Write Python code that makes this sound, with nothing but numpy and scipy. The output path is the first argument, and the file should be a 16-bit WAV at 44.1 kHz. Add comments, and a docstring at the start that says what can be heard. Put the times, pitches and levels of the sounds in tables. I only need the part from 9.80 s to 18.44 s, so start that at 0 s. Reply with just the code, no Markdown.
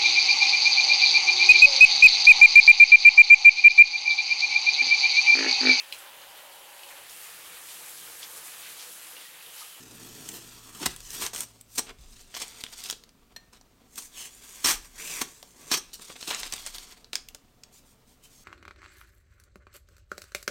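"""Masking tape is peeled off a thin metal rail held over a workbench in a small room, an engine droning far off.
It opens with a long slow pull: glue parts in tiny random snaps that hiss, then quick rips shake the rail and ring it.
Short pulls follow; between and among them loose strips rub, crumple and snap, and the rail thumps in the hand.
A spring clip, built from decaying sine modes, clinks once before the middle; late crumpling gives way to a
fingertip that slides on bare metal, a band of hiss with a narrow squeak. Arm swings stir the air as low noise."""
import sys
import numpy as np
from scipy import signal
from scipy.fft import rfft, irfft, next_fast_len
from scipy.io import wavfile
from scipy.ndimage import uniform_filter1d, map_coordinates

SR = 44100
rng = np.random.default_rng(int(sys.argv[2]) if len(sys.argv) > 2 else 0)


def wrap_up_sound(samples):
    """Save the sound to the file named by the first command line argument, as 16-bit audio."""
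    columns = np.atleast_2d(samples).T
    # keep every value between -1 and 1, then stretch to whole-number steps
    tamed = np.clip(columns, -1, 1)
    steps = np.round(tamed * 32767).astype(np.int16)
    wavfile.write(sys.argv[1], SR, steps)


N = 381024
TIME = np.arange(N) / SR
BODY_HZ, HISS_HZ = 800, 4500  # edges between body, rasp and hiss

# Table levels are mixing levels, ahead of any later gain, resonance, reflection or room.
# Tone colour of loose, crinkled tape: pitch_hz [Hz], level_db [dB]
LOOSE_COLOUR = [(88, -42.5), (150, -9.5), (398, 0.5), (601, -6), (730, -2.5), (854, -7), (960, -4),
                (1260, -5), (1480, -4), (3220, -2.5), (6510, -9.5), (8730, -10), (10800, -17), (14000, -18),
                (16000, -26)]


def undb(db):
    """Decibels to gain."""
    return np.exp(np.asarray(db) * (np.log(10) / 20))


def unit(x):
    """Scale to rms 1."""
    return x / np.sqrt(np.mean(x ** 2) + 1e-20)


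def add(out, x, start_s):
    """Mix x into out from a given time."""
    i = max(int(start_s * SR), 0)
    out[i:i + len(x)] += x[:N - i]


def colour(x, points):
    """Minimum-phase filter with a (Hz, dB) response, built by folding its cepstrum."""
    size = 4096
    hz, db = np.transpose(points)
    grid = np.log(np.fft.rfftfreq(size, 1 / SR) + 1)
    gain = undb(np.interp(grid, np.log(hz), db))
    cepstrum = irfft(np.log(gain))
    cepstrum[1:size // 2] *= 2
    cepstrum[size // 2 + 1:] = 0
    impulse = irfft(np.exp(rfft(cepstrum)))
    return signal.fftconvolve(x, impulse)[:len(x)]


def registers(x, low_hz, high_hz):
    """Low, middle and high part of a sound, each at rms 1."""
    hz = np.fft.rfftfreq(next_fast_len(len(x) + 512, True), 1 / SR)
    spectrum = rfft(x, 2 * (len(hz) - 1))
    low, high = (1 / (1 + np.sqrt(2) * 1j * hz / edge - (hz / edge) ** 2) ** 2 for edge in (low_hz, high_hz))
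    above_low = low * (hz / low_hz) ** 4
    above_high = high * (hz / high_hz) ** 4
    return [unit(irfft(spectrum * gain)[:len(x)]) for gain in (low, above_low * high, above_high)]


def resonate(x, hz, width_hz):
    """One resonance, gain 1 at its centre."""
    hz = min(hz, .45 * SR)
    return signal.lfilter(*signal.iirpeak(hz, hz / width_hz, fs=SR), x)


def walk(rate):
    """Random wander, spread near 1, in straight lines between random points (rate per second)."""
    knots = np.arange(0, N / SR + 1, 1 / rate)
    return np.interp(TIME, knots, rng.standard_normal(len(knots)))


def envelope(start_s, length_s, rise_s, fall_s, swell_db=0):
    """Exponential attack, a hold from start_s that may swell, and exponential release."""
    t = TIME - start_s
    before = np.minimum(t, 0) / rise_s
    after = np.maximum(t - length_s, 0) / fall_s
    swell = undb(swell_db * np.clip(t / length_s, 0, 1))
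    return np.exp(np.maximum(before - after, -20)) * swell


def crackle(per_s, spread_db, cap_db):
    """Random tiny fractures: most are small, a few are large."""
    most = 110000
    when, chance, side = rng.random((most, 3))[:int(per_s * N / SR)].T
    size = undb(np.minimum(-spread_db * np.log(1 - chance), cap_db))
    return unit(np.bincount((when * N).astype(int), size * np.sign(side - .5), N))


def facets(per_s, spread_db, cap_db, patchy_db, count=9):
    """Fractures in facets of many sizes: each size has its own pitch, and comes and goes on its own."""
    out = np.zeros(N)
    for hz in np.geomspace(600, 13500, count):
        ringing = resonate(crackle(per_s, spread_db, cap_db), hz, 0.34 * hz)
        out += ringing * undb(patchy_db * walk(rate=26))
    return unit(out)


def rustle(grains, table):
    """Play grains along a curve of body, rasp and hiss that fades at its ends."""
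    s, *levels = np.transpose(table)
    inside = 1. * ((TIME >= s[0]) & (TIME <= s[-1]))
    active = uniform_filter1d(inside, size=800)
    parts = registers(grains, BODY_HZ, HISS_HZ)
    return active * sum(part * undb(np.interp(TIME, s, db)) for part, db in zip(parts, levels))


def burst(grains, start_s, length_s, rise_s, fall_s, body_db, hiss_db):
    """A short run of grains that swells, holds and dies away; returns the sound and its start."""
    span = slice(int((start_s - .06) * SR), int((start_s + length_s + .2) * SR))
    t = TIME[span] - start_s
    shape = np.exp(np.minimum(t, 0) / rise_s - np.maximum(t - length_s, 0) / fall_s)
    body, rasp, hiss = registers(grains[span] * shape, BODY_HZ, HISS_HZ)
    mix = undb(body_db) * body + rasp + undb(hiss_db) * hiss
    # restore the level of the shape, which the registers had evened out
    return mix * np.sqrt(np.mean(shape ** 2)), TIME[span][0]


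def strip(x, start_s, length_s, hz, width_hz, boost_db, order=2):
    """A resonance of the strip colours its noise during one stroke; it sinks slowly and wavers with the hand's pull."""
    sag_per_s = 0.24  # share by which the resonance sinks as the freed strip lengthens
    span = slice(max(int((start_s - .1) * SR), 0), int((start_s + length_s + .1) * SR))
    out, part = x.copy(), x[span]
    sag = 1 - sag_per_s * (TIME[span] - start_s - length_s / 2)
    centre = hz * sag + 0.46 * width_hz * walk(rate=24)[span]
    # shift the moving centre to 0 Hz, low-pass there, and shift back
    turn = np.exp(2j * np.pi * np.cumsum(centre) / SR)
    lowpass = signal.butter(order, width_hz / 2, fs=SR)
    ring = 2 * np.real(turn * signal.filtfilt(*lowpass, part / turn, padlen=0))
    out[span] += (undb(boost_db) - 1) * signal.windows.tukey(len(part), .5) * ring
    return out


def room_air():
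    """Steady noise with the room's own colour."""
    # Colour of the air: pitch_hz [Hz], level_db [dB]
    air_colour = [(12, -32), (20, -6.5), (63, -7), (81, -6), (172, -6), (228, -4.5), (277, -4),
                  (301, -13.5), (718, -22.5), (1030, -28.5), (1150, -16.5), (1530, -21.5), (16000, -28)]
    return undb(-64) * unit(colour(rng.standard_normal(N), air_colour))


def draughts():
    """Swinging arms stir the air: low noise around 24 Hz that swells with each swing."""
    # Arm swings: start_s [s], length_s [s], level_db [dB]
    swings = [(1.16, .07, -51.5), (2.124, .28, -55.5), (4.286, 0.078, -64), (4.953, 0.05, -47),
              (5.3, 0.066, -65.5), (6.11, 0.027, -61), (6.623, 0.36, -55.5), (7.47, .04, -65)]
    gusts = unit(resonate(resonate(rng.standard_normal(N), 23.7, 18), 23.4, 18))
    strength = undb(-68.5)  # still air
    for start_s, length_s, level_db in swings:
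        strength = strength + undb(level_db) * envelope(start_s, length_s, rise_s=0.041, fall_s=0.1)
    return gusts * strength


def distant_engine():
    """A far engine: a sine at the wavering firing rate, and its octave."""
    # Course of the engine: time_s [s], firing_hz [Hz], octave_db [dB rms]
    engine_course = [(0, 57.3, -62), (1.7, 55.7, -64), (3.3, 54, -79.5), (4.6, 50.5, -78), (7, 58, -84),
                     (7.65, 65.4, -73), (8.64, 66, -72.5)]
    s, *columns = np.transpose(engine_course)
    hz, octave_db = (np.interp(TIME, s, c) for c in columns)
    phase = 2 * np.pi * np.cumsum(hz * (1 + 0.0097 * walk(rate=15))) / SR
    fundamental = undb(-71.5) * np.sin(phase)
    octave = undb(octave_db) * np.sin(2 * phase)
    return np.sqrt(2) * (fundamental + octave)  # from rms to peak


def sliding():
    """A fingertip drags over the bare rail: a thin hiss with a faint squeak in it."""
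    # Slides: start_s [s], length_s [s], level_db [dB], squeak_hz [Hz], squeak_db [dB to level]
    slides = [(7.931, 0.057, -59, 7100, -8), (8.059, 0.065, -65, 8650, -9),
              (8.278, 0.056, -65.5, 8500, -10.5), (8.439, 0.02, -54.5, 3090, -5),
              (8.51, 0.17, -60.5, 6500, -11)]
    drag, out = crackle(per_s=6000, spread_db=2, cap_db=8), np.zeros(N)
    hiss = unit(resonate(drag, hz=6800, width_hz=7500))
    for start_s, length_s, level_db, squeak_hz, squeak_db in slides:
        squeak = unit(resonate(drag, squeak_hz, 0.016 * squeak_hz))
        stroke = undb(level_db) * envelope(start_s, length_s, rise_s=.008, fall_s=0.018)
        out += stroke * (undb(1.5) * hiss + undb(squeak_db) * squeak)
    return out


def clink(size=20000):
    """A spring clip scrapes against the rail and rings in decaying sine modes."""
    clip_modes = [(1545, -20, 0.24), (1820, -5, 0.26), (4210, 1.5, 0.061), (5850, -8, 0.12),
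                  (6860, -22, .2), (12700, -11, .07)]
    out, t = np.zeros(N), TIME[:size]
    # a finger damps most of the ring at once
    damping = undb(-9.5) + np.exp(-t / 0.0087)
    ring = damping * sum(undb(db) * np.sin(2 * np.pi * hz * t) * undb(-60 * t / t60_s) for hz, db, t60_s in clip_modes)
    scrape = unit(colour(rng.standard_normal(size), LOOSE_COLOUR) * np.exp(-t / 0.0049))
    attack = 1 - np.exp(-t / 0.0011)
    add(out, (undb(-36) * ring + undb(-59.5) * scrape) * attack, start_s=3.562)
    return out


def jolting(size=12000):
    """The rail jolts in the hand as the tape gives: noise pushes through a low resonance, as dull thumps."""
    # Jolts: start_s [s], pitch_hz [Hz], level_db [dB]
    jolts = [(1.049, 152, -44), (1.056, 55, -48), (1.425, 60, -56), (1.98, 60, -73), (2.189, 59, -52),
             (4.845, 56, -52.5), (5.917, 60, -68)]
    out, t = np.zeros(N), TIME[:size]
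    for (start_s, hz, level_db), noise in zip(jolts, rng.standard_normal((len(jolts), size))):
        push = noise * np.exp(-t / 0.0096)
        thump = unit(resonate(resonate(push, hz, 27.5), hz, 27.3))
        add(out, undb(level_db - 8) * thump, start_s)
    return out


def crinkling():
    """Loose paper tape rubs on itself and buckles in clusters of small creases."""
    # Loose tape shuffled in the hand: start_s [s], length_s [s], level_db [dB], hiss_db [dB to rasp]
    rubs = [(1.68, 0.13, -86, 20), (2.21, 0.0046, -75.5, 14.5), (2.295, .14, -67, 12),
            (2.561, 0.11, -51.5, 5.5), (2.71, 0.17, -57.5, 5.5), (2.976, 0.13, -55, 10.5),
            (6.0, 0.09, -67, 5), (6.229, 0.091, -58, 11.5), (6.4, 0.13, -58.5, 10.5),
            (6.515, 0.25, -50, 4.5), (6.816, 0.22, -58.5, 9), (7.106, 0.017, -56, 3.5)]
    # Folds that collapse: start_s [s], length_s [s], level_db [dB], body_db, hiss_db [dB to rasp]
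    crumples = [(2.069, 0.039, -48.5, -6, -8), (2.567, 0.0024, -41.5, -16, 1), (2.6, .002, -53.5, 4, 17),
                (2.619, .005, -45, -6, 9), (2.808, 0.0064, -54.5, -18, 8.5), (2.928, .012, -53, -10, 4.5),
                (3.028, 0.015, -61, -20, 6), (3.73, 0.042, -63, -9, 2.5), (6.134, 0.023, -58.5, -10, 16.5),
                (6.299, 0.0047, -46.5, 2.5, -9), (6.357, 0.0047, -48.5, -3, -20),
                (6.476, 0.015, -44, 0.5, 8), (6.505, 0.058, -39, -13, -7), (6.729, 0.0041, -45, -9, -3),
                (6.866, 0.0095, -47, -27, 3.5), (7.333, 0.016, -55, 1, 9), (7.36, 0.031, -59, -10, 3)]
    # Faint rustle of the grip throughout: body_db, rasp_db, hiss_db [dB]
    grip_db = (-69, -77, -79.5)
    buckles = facets(per_s=420, spread_db=2, cap_db=22, patchy_db=2.0)
    rubbing = crackle(per_s=3300, spread_db=4.5, cap_db=11.5)
    lone_creases = facets(per_s=22, spread_db=2, cap_db=15.5, patchy_db=2.5)
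    mix = buckles + undb(-0.5) * rubbing + undb(-7) * lone_creases
    creases = colour(mix * undb(3.8 * walk(rate=63)), LOOSE_COLOUR)
    body, rasp, hiss = parts = registers(creases, BODY_HZ, HISS_HZ)
    out = sum(undb(db) * part for db, part in zip(grip_db, parts))
    flutter = undb(1.5 * walk(rate=30))  # unevenness of a shuffle
    for start_s, length_s, level_db, hiss_db in rubs:
        shuffle = undb(-12) * body + rasp + undb(hiss_db) * hiss
        out += undb(level_db) * flutter * envelope(start_s, length_s, rise_s=0.027, fall_s=0.033) * shuffle
    for start_s, length_s, level_db, body_db, hiss_db in crumples:
        sound, sound_s = burst(creases, start_s, length_s, 0.0022, .006, body_db, hiss_db)
        add(out, undb(level_db) * sound, sound_s)
    return out


def snapping(size=2048):
    """A crease flips: a sharp crack, a few cycles of its facet, then a brief shiver of the strip."""
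    # Snaps: start_s [s], level_db [dB], pitch_hz [Hz], body_db, top_db [dB to the middle register]
    snaps = [(.4884, -20.5, 6460, -36, 1.5), (1.1618, -24, 8950, -36, -4), (1.2039, -27.5, 8420, -24, -6),
             (1.3042, -28, 5640, -28, 6.5), (1.4638, -12, 5700, -22, -8), (1.5322, -24, 5750, -13, -14),
             (1.5468, -17, 8200, -17, -23), (1.5604, -15, 7840, -29, -12), (1.6056, -16.5, 8000, -38, 5),
             (1.8106, -37, 7260, -27, 9), (1.981, -7, 8400, -24.5, -21), (2.5411, -23, 3060, -21, -12),
             (2.5489, -17.5, 3880, -24, -22), (2.837, -14.5, 3230, -20.5, -7.5),
             (2.8639, -23, 3200, -41, -23), (3.0374, -25, 5130, -42, 3), (3.0579, -21, 3670, -40, -16),
             (3.0988, -12.5, 3800, -25, -2), (3.1087, -15, 6900, -32, -3), (3.1258, -19, 4040, -16, -26),
             (3.2364, -33, 3800, -21, -7), (3.291, -38, 5500, -28, -12), (3.8112, -37, 5780, -13, -19),
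             (4.1568, -38, 3500, -35, 13), (5.6271, -29, 4530, -10, -1.5), (6.1949, -34, 6270, -6, -10),
             (6.4266, -18, 4040, -19.5, -30), (6.5092, -12.5, 3350, -12.5, -18),
             (6.546, -11.5, 6460, -37, -30), (6.6312, -13.5, 3080, -23, -30),
             (6.7235, -13.5, 5900, -28, -8), (6.7363, -12.5, 8300, -22, -13), (6.8627, -16, 8800, -26, -15),
             (6.9825, -20.5, 4170, -27, -8), (7.2439, -30, 4200, -23, -18), (7.331, -13, 4540, -21.5, -14),
             (7.354, -6, 5700, -47, -14.5), (7.4859, -28, 3070, -44, 2.5), (7.5469, -24.5, 6440, -17.5, -6),
             (7.8349, -27, 5600, -41, -12)]
    out, lead_s = np.zeros(N), .001  # short lead before the crack's peak
    t = TIME[:size] - lead_s
    onset = np.exp(np.minimum(t, 0) / 0.00067)
    for (start_s, level_db, hz, body_db, top_db), noise in zip(snaps, rng.standard_normal((len(snaps), size))):
        crack = noise * onset * np.exp(-np.abs(t) / 0.0014)
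        shiver = noise * onset * np.exp(-np.abs(t) / 0.0071)
        sound = resonate(crack, hz, .4 * hz)  # the facet
        sound = sound + undb(-14.0) * resonate(crack, 3370, 1000) + undb(-31.5) * crack
        sound = sound + undb(-23.0) * resonate(shiver, 3600, 5400)
        body, middle, top = registers(sound, BODY_HZ, high_hz=8000)
        balanced = undb(body_db + 8.5) * body + middle + undb(top_db) * top
        add(out, undb(level_db - 27) * balanced, start_s)
    return out


def ripping():
    """Fast pulls: the peel line sticks and slips, and shakes the rail into its resonances."""
    # The tape runs free: start_s [s], length_s [s], rise_s [s], fall_s [s], level_db [dB],
    # body_db, hiss_db [dB to rasp], ring_db [dB, drive of the rail to level]
    rips = [(1.029, 0.0059, 0.0051, 0.01, -31, -3.5, -11, -21),
            (1.06, .0041, 0.0022, 0.0051, -18.5, -8.5, 0, -30),
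            (1.418, 0.038, 0.0078, 0.019, -31, -10, 0.5, -26),
            (1.534, 0.098, .001, 0.012, -42, -6, 7.5, -18),
            (1.981, 0.014, 0.0033, 0.0046, -30, -3, 8, -13.5),
            (4.183, 0.0059, .0049, 0.003, -36, -10.5, 6.5, -20),
            (4.845, 0.0017, 0.0013, 0.0055, -23, -6, 0, -10),
            (4.859, 0.051, 0.0084, 0.022, -22, -13.5, 1, -17.5),
            (5.414, 0.0054, 0.0019, 0.0043, -24, -4, 0.5, -17),
            (5.916, 0.003, .0018, 0.0017, -23, -3.5, -4, -12),
            (5.926, 0.024, .0097, 0.0086, -23.5, -13, -2.5, -12),
            (5.972, .0084, .002, 0.0074, -40, -4, 9, -6.5)]
    # Resonances of the rail: pitch_hz [Hz], width_hz [Hz], level_db [dB]
    rail_modes = [(350, 29, -12), (1090, 48, -21), (1178, 22, 0), (1712, 27, 1.5), (2470, 42, -6),
                  (3180, 54, -2), (3230, 110, -4), (3805, 14, 2), (4140, 170, 2), (4570, 25, 6),
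                  (5420, 54, 10.5), (5870, 56, -4), (5920, 100, 4), (5700, 45, 1), (6300, 71, 7.5),
                  (11800, 110, -13)]
    # Colour of fast-running tape: pitch_hz [Hz], level_db [dB]
    running_colour = [(59, -43), (100, -20.5), (328, -10), (662, -15.5), (1100, -4.5), (1390, -8),
                      (2750, -5.5), (3250, -6.5), (4980, -3.5), (5770, 0), (6840, 0), (8830, 6),
                      (10700, -3), (13800, 0), (16000, -14)]
    fractures = crackle(per_s=9000, spread_db=7.5, cap_db=16.0)
    slips = colour(fractures * undb(2 * walk(rate=670)), running_colour)
    tape, force = np.zeros(N), np.zeros(N)
    for start_s, length_s, rise_s, fall_s, level_db, body_db, hiss_db, ring_db in rips:
        sound, sound_s = burst(slips, start_s, length_s, rise_s, fall_s, body_db, hiss_db)
        add(tape, undb(level_db) * sound, sound_s)
        add(force, undb(level_db + ring_db) * sound, sound_s)
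    rail = sum(undb(db) * resonate(force, hz, width_hz) for hz, width_hz, db in rail_modes)
    return undb(-5.5) * tape + undb(8.5) * rail


def peeling():
    """Glue threads part one by one, unevenly, as the tape is drawn slowly; the crepe backing creaks along."""
    # The long first pull: time_s [s], body_db, rasp_db, hiss_db [dB]
    first_pull = [(0, -55.5, -58, -53), (.42, -53.5, -55.5, -48.5), (.55, -48.5, -52, -43.5),
                  (.66, -59.5, -57, -51.5), (.89, -60.5, -58.5, -52.5), (.99, -54, -53, -46.5),
                  (1.02, -39.5, -45, -40.5), (1.15, -69, -58.5, -54.5), (1.27, -70, -70, -54)]
    # Short pulls: start_s [s], length_s [s], level_db [dB], swell_db [dB over the hold],
    # body_db, hiss_db [dB to rasp], low_hz [Hz, strip resonance], low_boost_db [dB], high_hz [Hz, strip resonance]
    pulls = [(1.314, 0.12, -49.5, 3, -5, 7.5, 3160, 0.5, 5770),
             (1.947, 0.012, -67, 9.5, -4, 18.5, 3170, -2, 5600),
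             (4.192, 0.068, -56, -4, -9, 12, 2430, 4.5, 6340),
             (4.386, 0.081, -51.5, -2, -8.5, 8.5, 3070, 11.5, 6400),
             (4.535, 0.4, -61.5, 13.5, -10.5, 5.5, 3000, 2.5, 6550),
             (5.043, 0.0037, -59.5, 7.5, -9, 5, 2370, 1, 5850),
             (5.212, 0.2, -46, 0.5, -7, 5.5, 2270, 8, 5870),
             (5.485, 0.23, -60.5, -7.5, -5, 6.5, 2320, -2.5, 7600),
             (5.783, 0.18, -61.5, 10.5, -0.5, 5, 2450, 0.5, 6300)]
    # Colours of taut tape, and of tape close by: pitch_hz [Hz], level_db [dB]
    taut_colour = [(88, -21), (150, -3.5), (328, 1), (448, -3), (534, -11.5), (1100, -11.5), (1500, -9),
                   (1790, -5.5), (2140, -14.5), (2600, -5.5), (4320, -12), (8400, -12), (10400, -16.5),
                   (13400, -16.5), (16000, -24)]
    close_colour = [(88, -45), (150, -11), (270, -14), (406, -7), (689, -15.5), (1140, -11), (1420, -16.5),
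                    (1530, -6.5), (2360, -10.5), (4760, -8.5), (7320, -3.5), (13200, -11), (16000, -16)]
    glue = crackle(per_s=7000, spread_db=3.0, cap_db=16)
    crepe = facets(per_s=2500, spread_db=2.5, cap_db=15.5, patchy_db=3)
    threads = unit(glue + undb(-0.5) * crepe) * undb(1.77 * walk(rate=120))
    taut = colour(threads, taut_colour)
    out = strip(rustle(taut, first_pull), 0.804, 0.14, hz=1130, width_hz=260, boost_db=7.5)
    # once the rail is turned round, the tape peels closer to the microphone
    turn_s = 3.5
    far, near = (registers(x, BODY_HZ, HISS_HZ) for x in (taut, colour(threads, close_colour)))
    for start_s, length_s, level_db, swell_db, body_db, hiss_db, low_hz, low_boost_db, high_hz in pulls:
        body, rasp, hiss = far if start_s < turn_s else near
        pull = undb(body_db) * body + rasp + undb(hiss_db) * hiss
        pull = pull * envelope(start_s, length_s, 0.037, 0.02, swell_db)
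        pull = strip(pull, start_s, length_s, low_hz, width_hz=770, boost_db=low_boost_db)
        out += undb(level_db) * strip(pull, start_s, length_s, high_hz, width_hz=210, boost_db=5.5)
    return out


def glance(x):
    """The rail's flat face mirrors the tape's noise; as the hands move, the comb-like colour shifts."""
    lag_s = 0.000853 * (1 + 0.11 * walk(rate=7))
    level = undb(-11.5)
    mirrored = map_coordinates(x, [(TIME - lag_s) * SR], order=3)
    return (x + level * mirrored) / np.hypot(1, level)


def room(x, t60_s=0.3, early_s=0.013, early_db=-12, late_db=-15, size=18000):
    """Quick reflections from bench and wall, then a short, duller tail."""
    t = TIME[:size]
    sparse = (rng.random(size) < .06) * (t > .002)
    early = rng.standard_normal(size) * sparse * np.exp(-t / early_s)
    late = rng.standard_normal(size) * (1 - np.exp(-t / 0.0029)) * undb(-60 * t / t60_s)
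    late = colour(late, [(200, 2), (3000, -3.0), (7000, -5.0), (15000, -9.5)])
    response = (undb(early_db) * unit(early) + undb(late_db) * unit(late)) / np.sqrt(size)
    return x + signal.fftconvolve(x, response)[:N]


def scene():
    """All the handwork in the room, over its background."""
    background = room_air() + draughts() + distant_engine()
    mirrored = glance(sliding() + crinkling() + peeling())
    handwork = mirrored + clink() + jolting() + snapping() + ripping()
    return (room(handwork) + background)[None]


def record(dry):
    """The microphone has a dip in the high treble; the recorder cuts the top."""
    voiced = dry - 0.41 * resonate(dry, hz=10660, width_hz=2200)
    top_cut = signal.ellip(10, .2, 70, 15900, fs=SR, output="sos")  # low-pass at 15.9 kHz
    return signal.sosfilt(top_cut, voiced)


dry = scene()
out = record(dry)
wrap_up_sound(out)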